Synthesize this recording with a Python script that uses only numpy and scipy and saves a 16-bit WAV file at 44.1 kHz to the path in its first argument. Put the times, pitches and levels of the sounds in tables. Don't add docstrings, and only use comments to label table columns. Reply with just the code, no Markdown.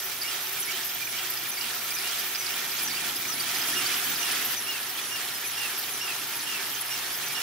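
import sys
import numpy as np
from scipy import signal
from scipy.io import wavfile

SR = 44100
rng = np.random.default_rng(int(sys.argv[2]) if len(sys.argv) > 2 else 0)


def how_loud(loudness_db):
    steps = np.asarray(loudness_db, float) / 20
    return 10 ** steps


def wrap_up_sound(samples):
    columns = np.atleast_2d(samples).T
    tamed = np.clip(columns, -1, 1)
    steps = np.round(tamed * 32767).astype(np.int16)
    wavfile.write(sys.argv[1], SR, steps)


N = 327222
TIME = np.arange(N) / SR

# start t/s, end t/s, shaft period/s, phase at t = 0 [0-1],
# low whine level/dB, high whine level/dB, half-speed whine level/dB
VIEWS = [
    (0, 4.55, .447, 0, -47, -47, -56.5),
    (3.54, 7.42, .449, .17, -47.5, -48.5, -55.5),
]
# f/Hz, width/Hz, near level/dB, far level/dB
FRAME = [(150, 8.4, 4.5, 2.5), (237, 15, 3, 3), (300, 22, 3, 4), (370, 36, 9, 1.5), (389, 50, -1, 6.5),
         (720.6, 40, 5.5, 5), (875, 145, 1.5, 2.5), (1340, 120, 5, 3), (1780, 240, 2.5, 3),
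         (2392, 106, 4.5, 1), (3134, 1130, 3.5, 3), (5040, 360, 1.5, 1), (5900, 190, 4, 1.5)]


def in_time(rows):
    s, *columns = np.transpose(rows)
    return [np.interp(TIME, s, c) for c in columns]


def at_hz(points, hz):
    f, value = np.transpose(points)
    return np.interp(np.log(hz), np.log(f), value)


def far_share():
    return np.interp(TIME, [3.5, 4.6], [0, 1])


def low_noise(hz, size, channels):
    r = np.exp(-2 * np.pi * hz / SR)
    white = rng.standard_normal((channels, size + 800))
    x = signal.lfilter([1], [1, -2 * r, r * r], white)[:, 800:]
    return x / np.sqrt((1 + r * r) / (1 - r * r) ** 3)


def drift(rate_hz):
    size = N // 40 + 2
    return np.interp(np.arange(N) / 40, np.arange(size), low_noise(40 * rate_hz, size, channels=1)[0])


def stereo(mid, side, hz):
    # f/Hz, left-right likeness
    likeness = [(60, 0.32), (150, 0.76), (380, 0.83), (950, 0.73), (2380, 0.63), (5500, 0.26),
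                (8000, -0.12), (10500, -0.042), (15000, -0.25)]
    # f/Hz, share heard a quarter cycle late on the right
    lateness = [(3000, -0.019), (4500, .1), (6300, 0.13), (8000, 0.15), (10500, 0.064), (12500, .05),
                (14000, -.1)]
    # f/Hz, left minus right level/dB
    left_right = [(60, -1), (130, -3), (290, -3.0), (640, -1.5), (1410, -5.5), (3100, -3.5), (6820, -2),
                  (15000, 1.5)]
    alike = np.clip(at_hz(likeness, hz), -.9, .9)
    late = np.clip(at_hz(lateness, hz), -.4, .4)
    lean = how_loud(at_hz(left_right, hz) / 2 * np.array([[1], [-1]]))
    delayed = -np.gradient(mid) / np.sin(2 * np.pi * hz / SR)
    unlike = np.sqrt(max(1 - alike ** 2 - late ** 2, 0))
    return lean * np.array([mid, alike * mid + late * delayed + unlike * side])


def rough_tone(hz, width_hz, clean):
    a, b, c, d = low_noise(width_hz / 2, len(hz), channels=4) * np.sqrt(1 - clean)
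    steady = np.sqrt(2 * clean)
    angle = 2 * np.pi * np.cumsum(hz) / SR
    mid = (a + steady) * np.sin(angle) + b * np.cos(angle)
    side = c * np.sin(angle) + (d + rng.choice([-1, 1]) * steady) * np.cos(angle)
    return stereo(mid, side, np.mean(hz))


def effort():
    # part of turn [0-1], level/dB
    load = [(0, -0.6), (.12, -1.5), (.27, 0.2), (.35, -1.4), (.5, -0.7), (.62, 0.5), (.75, 1.53),
            (.87, 1.3), (1, -0.5)]
    # t/s, level/dB
    nearness = [
        [(0, -1.5), (1.5, -1.96), (1.9, -0.4), (3.2, -0.5), (4.55, 0)],
        [(3.54, 0.5), (4.7, -0.5), (5.1, -0.7), (7.42, 0.2)],
    ]
    cams, hiss = 1e-9, 1e-9
    for (start, end, turn_s, phase, *_), approach in zip(VIEWS, nearness):
        on = (TIME >= start) & (TIME <= end)
        near_db, = in_time(approach)
        load_db = np.interp((TIME / turn_s + phase) % 1, *np.transpose(load))
        load_db = load_db + 0.51 * drift(5.1)
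        cams = cams + on * how_loud(2 * (near_db + load_db))
        hiss_db = -1.34 + 0.44 * near_db + 0.17 * load_db
        hiss = hiss + on * how_loud(2 * hiss_db)
    return 10 * np.log10(cams), 10 * np.log10(hiss)


def rubbing(cams_db, hiss_db, patchy_db=1.39, shared_db=0.35, chatter_db=1.0):
    # t/s, level/dB
    rumble = [(0, -5.5), (.5, -3.5), (2.2, -2.5), (2.78, -1), (2.85, 3), (3.38, 3.5), (3.45, 1), (3.55, 6),
              (4.54, 5.5), (4.58, 0.5), (5.8, -1.3), (6.2, 1.5), (7.05, -0.5), (7.42, 0)]
    # f/Hz, level/dB per Hz
    near = [(18, -59), (30, -29), (118, -8.5), (189, -7), (374, -6), (526, -8.5), (721, -5), (1070, -3),
            (1860, 1), (2060, 0), (2350, -0.5), (5040, -1.5), (7270, -4), (14800, -0.5), (16000, -37)]
    # f/Hz, level/dB per Hz
    afar = [(18, -59), (30, -19), (70, -33), (115, -9), (189, -10.5), (384, -6), (473, -9), (1280, -1),
            (1460, -1), (1760, 0), (5900, -3), (8080, -5.5), (11700, -0.5), (14800, -6), (16000, -35)]
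    rumble_db = in_time(rumble)[0] + 1.1 * drift(9.2)
    far = far_share()
    white = rng.standard_normal((2, 2, N))
    grainy = white * how_loud(chatter_db * low_noise(310, N, channels=1))
    together = drift(14)
    bounds_hz = 22 * 2 ** np.arange(0, 9.7, 1 / 3)
    out = 0
    for k, (low, high) in enumerate(zip(bounds_hz, bounds_hz[1:])):
        hz = min(np.sqrt(low * high), 14500)
        source = grainy if hz > 1800 else white
        third_octave = signal.butter(2, [low, high], "band", fs=SR, output="sos")
        mid, side = signal.sosfilt(third_octave, source[k % 2])
        if hz < 330:
            effort_db = rumble_db
        elif hz < 1000:
            effort_db = .7 * cams_db
        else:
            effort_db = cams_db if hz < 10500 else hiss_db
        colour_db = (1 - far) * at_hz(near, hz) + far * at_hz(afar, hz)
        flicker_db = np.clip(hz / 4000, .2, 1) * (shared_db * together + patchy_db * drift(31.0))
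        out = out + how_loud(colour_db + effort_db + flicker_db) * stereo(mid, side, hz)
    return how_loud(-28.5) * out


def body(x):
    # f/Hz, width/Hz, near level/dB, far level/dB
    can = [(11060, 200, 1, 0), (11450, 250, 1, 0.5), (12700, 150, 4.5, -1)]
    out, far = x.copy(), far_share()
    for hz, width_hz, near_db, far_db in [*FRAME, *can]:
        r = np.exp(-np.pi * width_hz / SR)
        lift = (1 - far) * how_loud(near_db) + far * how_loud(far_db) - 1
        poles = [1, -2 * r * np.cos(2 * np.pi * hz / SR), r * r]
        out += lift * signal.lfilter([(1 - r * r) / 2, 0, (r * r - 1) / 2], poles, x)
    return out


def whines(wobble_hz=170, flutter_db=4.0):
    # part of turn [0-1], low f/Hz, low level/dB, high f/Hz, high level/dB
    gear_turn = [(0, 11400, 6, 14500, 2), (.1, 11760, 5, 14900, 6), (.25, 12500, 2, 15660, 3),
                 (.36, 11500, 2.5, 14600, 3), (0.49, 10550, 4, 13800, -3), (.6, 11140, -2, 14500, 3),
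                 (.72, 12300, -5, 15500, 3), (.88, 11600, 0.5, 14800, 2), (1.001, 11300, 4.5, 14400, 0)]
    # low, high, half-speed width/Hz
    widths_hz = (600, 800, 220)
    out = np.zeros((2, N))
    part, low_hz, low_db, high_hz, high_db = np.transpose(gear_turn)
    pitches, swells = (low_hz, high_hz, low_hz / 2), (low_db, high_db, low_db)
    for start, end, turn_s, phase, *levels_db in VIEWS:
        on = slice(int(start * SR), int(end * SR))
        at = (TIME[on] / turn_s + phase) % 1
        for hz, db, width_hz, level_db in zip(pitches, swells, widths_hz, levels_db):
            pitch = np.interp(at, part, hz) + wobble_hz * drift(9)[on]
            loudness_db = level_db + np.interp(at, part, db) + flutter_db * drift(38)[on]
            out[:, on] += how_loud(loudness_db) * rough_tone(pitch, width_hz, clean=0)
    return out


def hum():
    # f/Hz, rms level/dB
    mains = [(59.8, -80), (120, -66)]
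    lines = sum(how_loud(db + 6 + 1.3 * drift(3.1)) * np.sin(2 * np.pi * hz * TIME) for hz, db in mains)
    return lines * how_loud(np.array([[-1.2], [1.2]]))


def flecks(cams_db, level_db=-50, spread_db=-1.0, length_s=.045, width_hz=55, scatter=0.0703):
    when, mode, off, long, glide, force = rng.random((450, 6)).T
    s = when * 7.38
    hz = np.array(FRAME)[5 + (mode * 8).astype(int), 0] * (1 + scatter * (2 * off - 1))
    db = level_db + 1.07 * cams_db[(s * SR).astype(int)] + spread_db * (2 * force - 1)
    db = db - 4.3 * abs(np.log2(hz / 2400))
    end_hz = hz * (1 + 0.041 * (glide - .6))
    return list(zip(s, length_s * (.5 + long), hz, end_hz, width_hz + 0 * s, db, 0 * s))


def widened(rows):
    return [(s, length, a_hz, b_hz, 27 + 0.032 * a_hz, db, 0) for s, length, a_hz, b_hz, db in rows]


def looped_slips(spread_db=2.5):
    # part of turn [0-1], length/s, start f/Hz, end f/Hz, level/dB
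    rough_spots = [
        [(.52, 0.017, 4680, 4600, -52), (0.5, .063, 8830, 11000, -53), (0.5, 0.057, 2200, 2370, -46),
         (.55, .1, 5700, 4700, -50), (.62, .07, 3000, 3400, -49.5), (.72, 0.065, 3300, 3400, -48.5),
         (.19, 0.025, 6550, 5900, -55)],
        [(.62, 0.069, 8830, 11000, -52), (.52, .07, 5400, 5800, -49.5), (.68, .05, 4400, 5300, -53),
         (.6, .08, 5400, 4600, -47.5), (.14, 0.084, 2950, 3350, -47.5), (.05, .03, 5050, 5100, -46),
         (.69, 0.073, 2780, 2500, -45.5), (.8, 0.064, 1720, 1680, -53.5)],
    ]
    rows = []
    for (start, end, turn_s, phase, *_), spots in zip(VIEWS, rough_spots):
        for count in range(18):
            for (part, *shape, db), luck in zip(spots, rng.standard_normal((len(spots), 2))):
                s = (count + part - phase) * turn_s + .004 * luck[0]
                if start < s < end - .02:
                    rows.append((s, *shape, db + spread_db * luck[1]))
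    return widened(rows)


def joint_slips():
    # t/s, length/s, level/dB
    long_joint = [(.249, 0.069, -41), (.707, .022, -42.5), (1.148, 0.11, -44), (1.595, 0.063, -42.5),
                  (2.037, 0.06, -41), (2.485, 0.058, -43.5), (2.971, .012, -36), (3.753, 0.067, -35),
                  (4.215, .07, -38.5), (4.668, 0.064, -35.5), (5.112, .058, -37), (5.572, 0.073, -39),
                  (6.01, 0.06, -38.5), (6.464, .08, -39.5), (6.908, 0.064, -42), (7.344, 0.066, -38.5)]
    long_octave = [(3.76, .04, -40), (4.225, .03, -44), (5.117, .046, -45), (6.014, .035, -40.4),
                   (6.907, 0.048, -39), (7.349, .021, -39.5)]
    long_tail = [(4.28, 0.043, -47), (4.73, 0.063, -44), (5.17, 0.04, -45), (5.64, .04, -43),
                 (6.075, .04, -38.5), (6.54, .04, -42)]
    low_joint = [(.569, 0.014, -38), (1.012, 0.03, -39), (1.069, 0.012, -39), (1.455, 0.024, -41),
                 (1.91, 0.023, -39), (1.963, .027, -43), (2.06, .05, -48), (2.354, 0.028, -40),
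                 (2.55, 0.061, -44), (2.8, 0.033, -41), (3.25, .012, -37.5), (4.212, 0.012, -39),
                 (6.382, .019, -46), (7.3, 0.036, -45)]
    low_afar = [(4.988, 0.011, -38), (5.44, 0.02, -40), (5.875, .022, -44), (6.33, .019, -42),
                (6.78, .02, -45), (7.23, 0.018, -43)]
    falling_joint = [(.62, 0.027, -39), (1.047, .017, -39), (1.515, 0.028, -39), (1.939, 0.021, -36),
                     (2.38, .048, -38), (2.846, 0.049, -36.5), (3.276, .057, -37), (3.737, .02, -38),
                     (4.113, 0.02, -42), (4.193, 0.051, -39), (4.566, 0.0337, -36.5), (5.014, 0.037, -43.5),
                     (5.47, .03, -43), (5.936, .024, -39.5), (6.386, .021, -42), (7.261, 0.031, -42)]
    falling_tail = [(1.96, .03, -43), (2.41, .035, -44), (2.885, 0.039, -43), (3.315, 0.032, -40)]
    tick_joint = [(.89, 0.017, -41), (1.37, 0.017, -41), (1.904, .011, -39), (1.98, .015, -42),
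                  (2.347, .018, -35.3), (2.715, 0.01, -37), (2.785, 0.018, -40), (3.154, .027, -39),
                  (3.612, 0.018, -36), (4.155, .018, -40), (6.965, .015, -44)]
    ping_joint = [(.214, .025, -37.5), (1.575, .017, -38.5), (2.459, 0.014, -38), (2.906, 0.024, -38),
                  (2.945, .036, -41), (3.396, 0.02, -33.5), (3.858, 0.016, -35)]
    ping_octave = [
        (3.395, .021, -36.5),
        (4.315, .021, -35),
    ]
    high_joint = [(.592, 0.033, -33.5), (1.488, 0.02, -34.5), (2.823, .025, -33), (3.155, .02, -36),
                  (3.676, .034, -36), (4.586, 0.066, -41), (5.049, .077, -44), (5.457, .033, -36.5),
                  (5.91, .035, -40), (6.36, 0.028, -39), (6.807, 0.019, -33.5)]
    rising_joint = [(.205, 0.027, -40.6), (.652, .03, -43), (1.099, .03, -45), (1.994, .037, -46),
                    (2.445, .02, -44), (3.329, .034, -41), (5.509, .038, -46), (5.961, .028, -40.6),
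                    (6.415, .03, -44)]
    snap_joint = [(.843, .024, -36), (1.298, .016, -34), (1.745, .017, -37), (2.187, .022, -35),
                  (3.083, .021, -38), (4.442, .035, -32.5)]

    def sing(rows, start_hz, end_hz, width_hz, glide=0, flat_hz=0):
        return [(s, length, start_hz, end_hz + glide * length, width_hz, db, flat_hz)
                for s, length, db in rows]

    return (sing(long_joint, 2880, 2850, 80, glide=-1100, flat_hz=150)
            + sing(long_octave, 5680, 5650, 180, flat_hz=244)
            + sing(long_tail, 2720, 2540, 120)
            + sing(low_joint, 2390, 2360, 190)
            + sing(low_afar, 2500, 2460, 120)
            + sing(falling_joint, 6090, 6090, 160, glide=-5000)
            + sing(falling_tail, 5100, 5000, 350)
            + sing(tick_joint, 4970, 5080, 380)
            + sing(ping_joint, 4640, 4620, 190)
            + sing(ping_octave, 9150, 9110, 200)
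            + sing(high_joint, 11070, 11400, 420, glide=-6000)
            + sing(rising_joint, 10520, 10620, 280)
            + sing(snap_joint, 12280, 12160, 610))


def stray_slips():
    # t/s, length/s, start f/Hz, end f/Hz, level/dB
    strays = [(.405, .082, 11560, 12200, -42), (.851, .028, 13560, 13310, -39.4),
              (.946, .011, 14070, 14090, -39), (1.296, 0.018, 13400, 13210, -39),
              (1.872, .053, 9460, 9300, -46), (2.462, .054, 14140, 14730, -49),
              (2.763, .018, 6570, 6510, -42.4), (2.875, .017, 1780, 1730, -42),
              (3.292, 0.026, 1246, 1340, -40), (3.722, .027, 1740, 1933, -38),
              (3.99, 0.019, 11800, 11900, -42), (4.022, .022, 1440, 1570, -39),
              (4.04, .05, 11300, 12200, -37), (4.093, .027, 14670, 15220, -35),
              (6.744, .022, 6180, 6530, -41), (6.765, .045, 15440, 15430, -45),
              (7.194, 0.024, 6580, 6660, -50), (7.2, 0.25, 150, 152, -59), (7.226, .044, 15350, 15370, -45)]
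    return widened(strays)


def squeaks(rows, boost_db=3.0, clean=0.6):
    out = np.zeros((2, N))
    for s, length, start_hz, end_hz, width_hz, db, flat_hz in rows:
        i = int(s * SR)
        part = np.linspace(0, 1, int(length * SR))[:N - i]
        swell = np.sin(np.pi * part ** 0.79) ** 0.32
        onset_hz = flat_hz * np.exp(-part * length / 0.0113)
        glide_hz = (end_hz - start_hz) * np.clip(1.2 * part, 0, 1.1) ** 2.18
        tone = swell * rough_tone(start_hz - onset_hz + glide_hz, max(width_hz, 30), clean)
        out[:, i:i + len(part)] += how_loud(db + boost_db - 1.5) * tone / np.sqrt(np.mean(tone ** 2))
    return out


def ticks(rows, low_hz, high_hz, decay_s, under_db):
    out, t = np.zeros((2, N + 2000)), np.arange(2000) / SR
    envelope = (1 - np.exp(-t / 0.00074)) * np.exp(-t / decay_s)
    for s, db in rows:
        i = int(s * SR)
        out[:, i:i + len(t)] += how_loud(db - under_db) * envelope * rng.standard_normal((2, len(t)))
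    band = signal.butter(2, [low_hz, high_hz], "band", fs=SR, output="sos")
    mid, side = signal.sosfilt(band, out[:, :N] + 1e-18) * np.sqrt(SR / 2 / (high_hz - low_hz))
    return stereo(mid, side, np.sqrt(low_hz * high_hz))


def cam_drops():
    # t/s, peak level/dB
    bright = [(0.0368, -23), (0.2314, -21), (0.4344, -27), (0.4818, -26), (0.6015, -20), (0.6769, -25),
              (0.848, -22), (0.9313, -27), (1.1238, -27), (1.2999, -20), (1.495, -24), (1.7739, -27),
              (2.1251, -29), (2.1899, -24), (2.2707, -24), (2.7112, -27), (2.833, -25), (3.0854, -25),
              (3.1607, -22), (3.3573, -28), (3.5438, -24), (3.6925, -22), (4.0452, -24), (4.1066, -23),
              (4.3091, -29), (4.4463, -22), (4.5321, -26), (4.5925, -28), (4.8993, -24), (5.3487, -25),
              (5.4685, -26), (5.9145, -29), (6.2667, -28), (6.3634, -29), (6.8119, -25), (7.2804, -25)]
    # t/s, peak level/dB
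    dull = [(0.1211, -33), (0.2179, -25), (0.7138, -28), (0.8315, -29), (1.0136, -33), (1.1223, -32),
            (1.3718, -30), (1.4601, -33), (1.6092, -24), (1.9061, -29), (1.9854, -27), (2.3555, -25),
            (2.4638, -26), (2.7182, -30), (2.7921, -31), (2.8759, -30), (2.9457, -27), (3.4022, -27),
            (3.5483, -30), (3.6197, -27), (3.7, -28), (3.8624, -29), (4.1594, -26), (6.9731, -30)]
    return (ticks(bright, 10800, 15000, decay_s=.005, under_db=7.0)
            + ticks(dull, 4500, 5500, decay_s=.007, under_db=4.0))


def scene():
    cams_db, hiss_db = effort()
    slips = joint_slips() + stray_slips() + looped_slips() + flecks(cams_db)
    toy = body(rubbing(cams_db, hiss_db)) + whines() + squeaks(slips) + cam_drops()
    lean_db = np.interp(TIME, [3.5, 4.6], [-.15, .15])
    return toy * how_loud(lean_db * [[1], [-1]]) + hum()


def roll_off(x):
    return signal.sosfilt(signal.butter(12, 16000, fs=SR, output="sos"), x)


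def record(dry):
    steep = signal.ellip(12, .5, 90, 15720, fs=SR, output="sos")
    return roll_off(signal.sosfilt(steep, dry))


dry = scene()
out = record(dry)
wrap_up_sound(out)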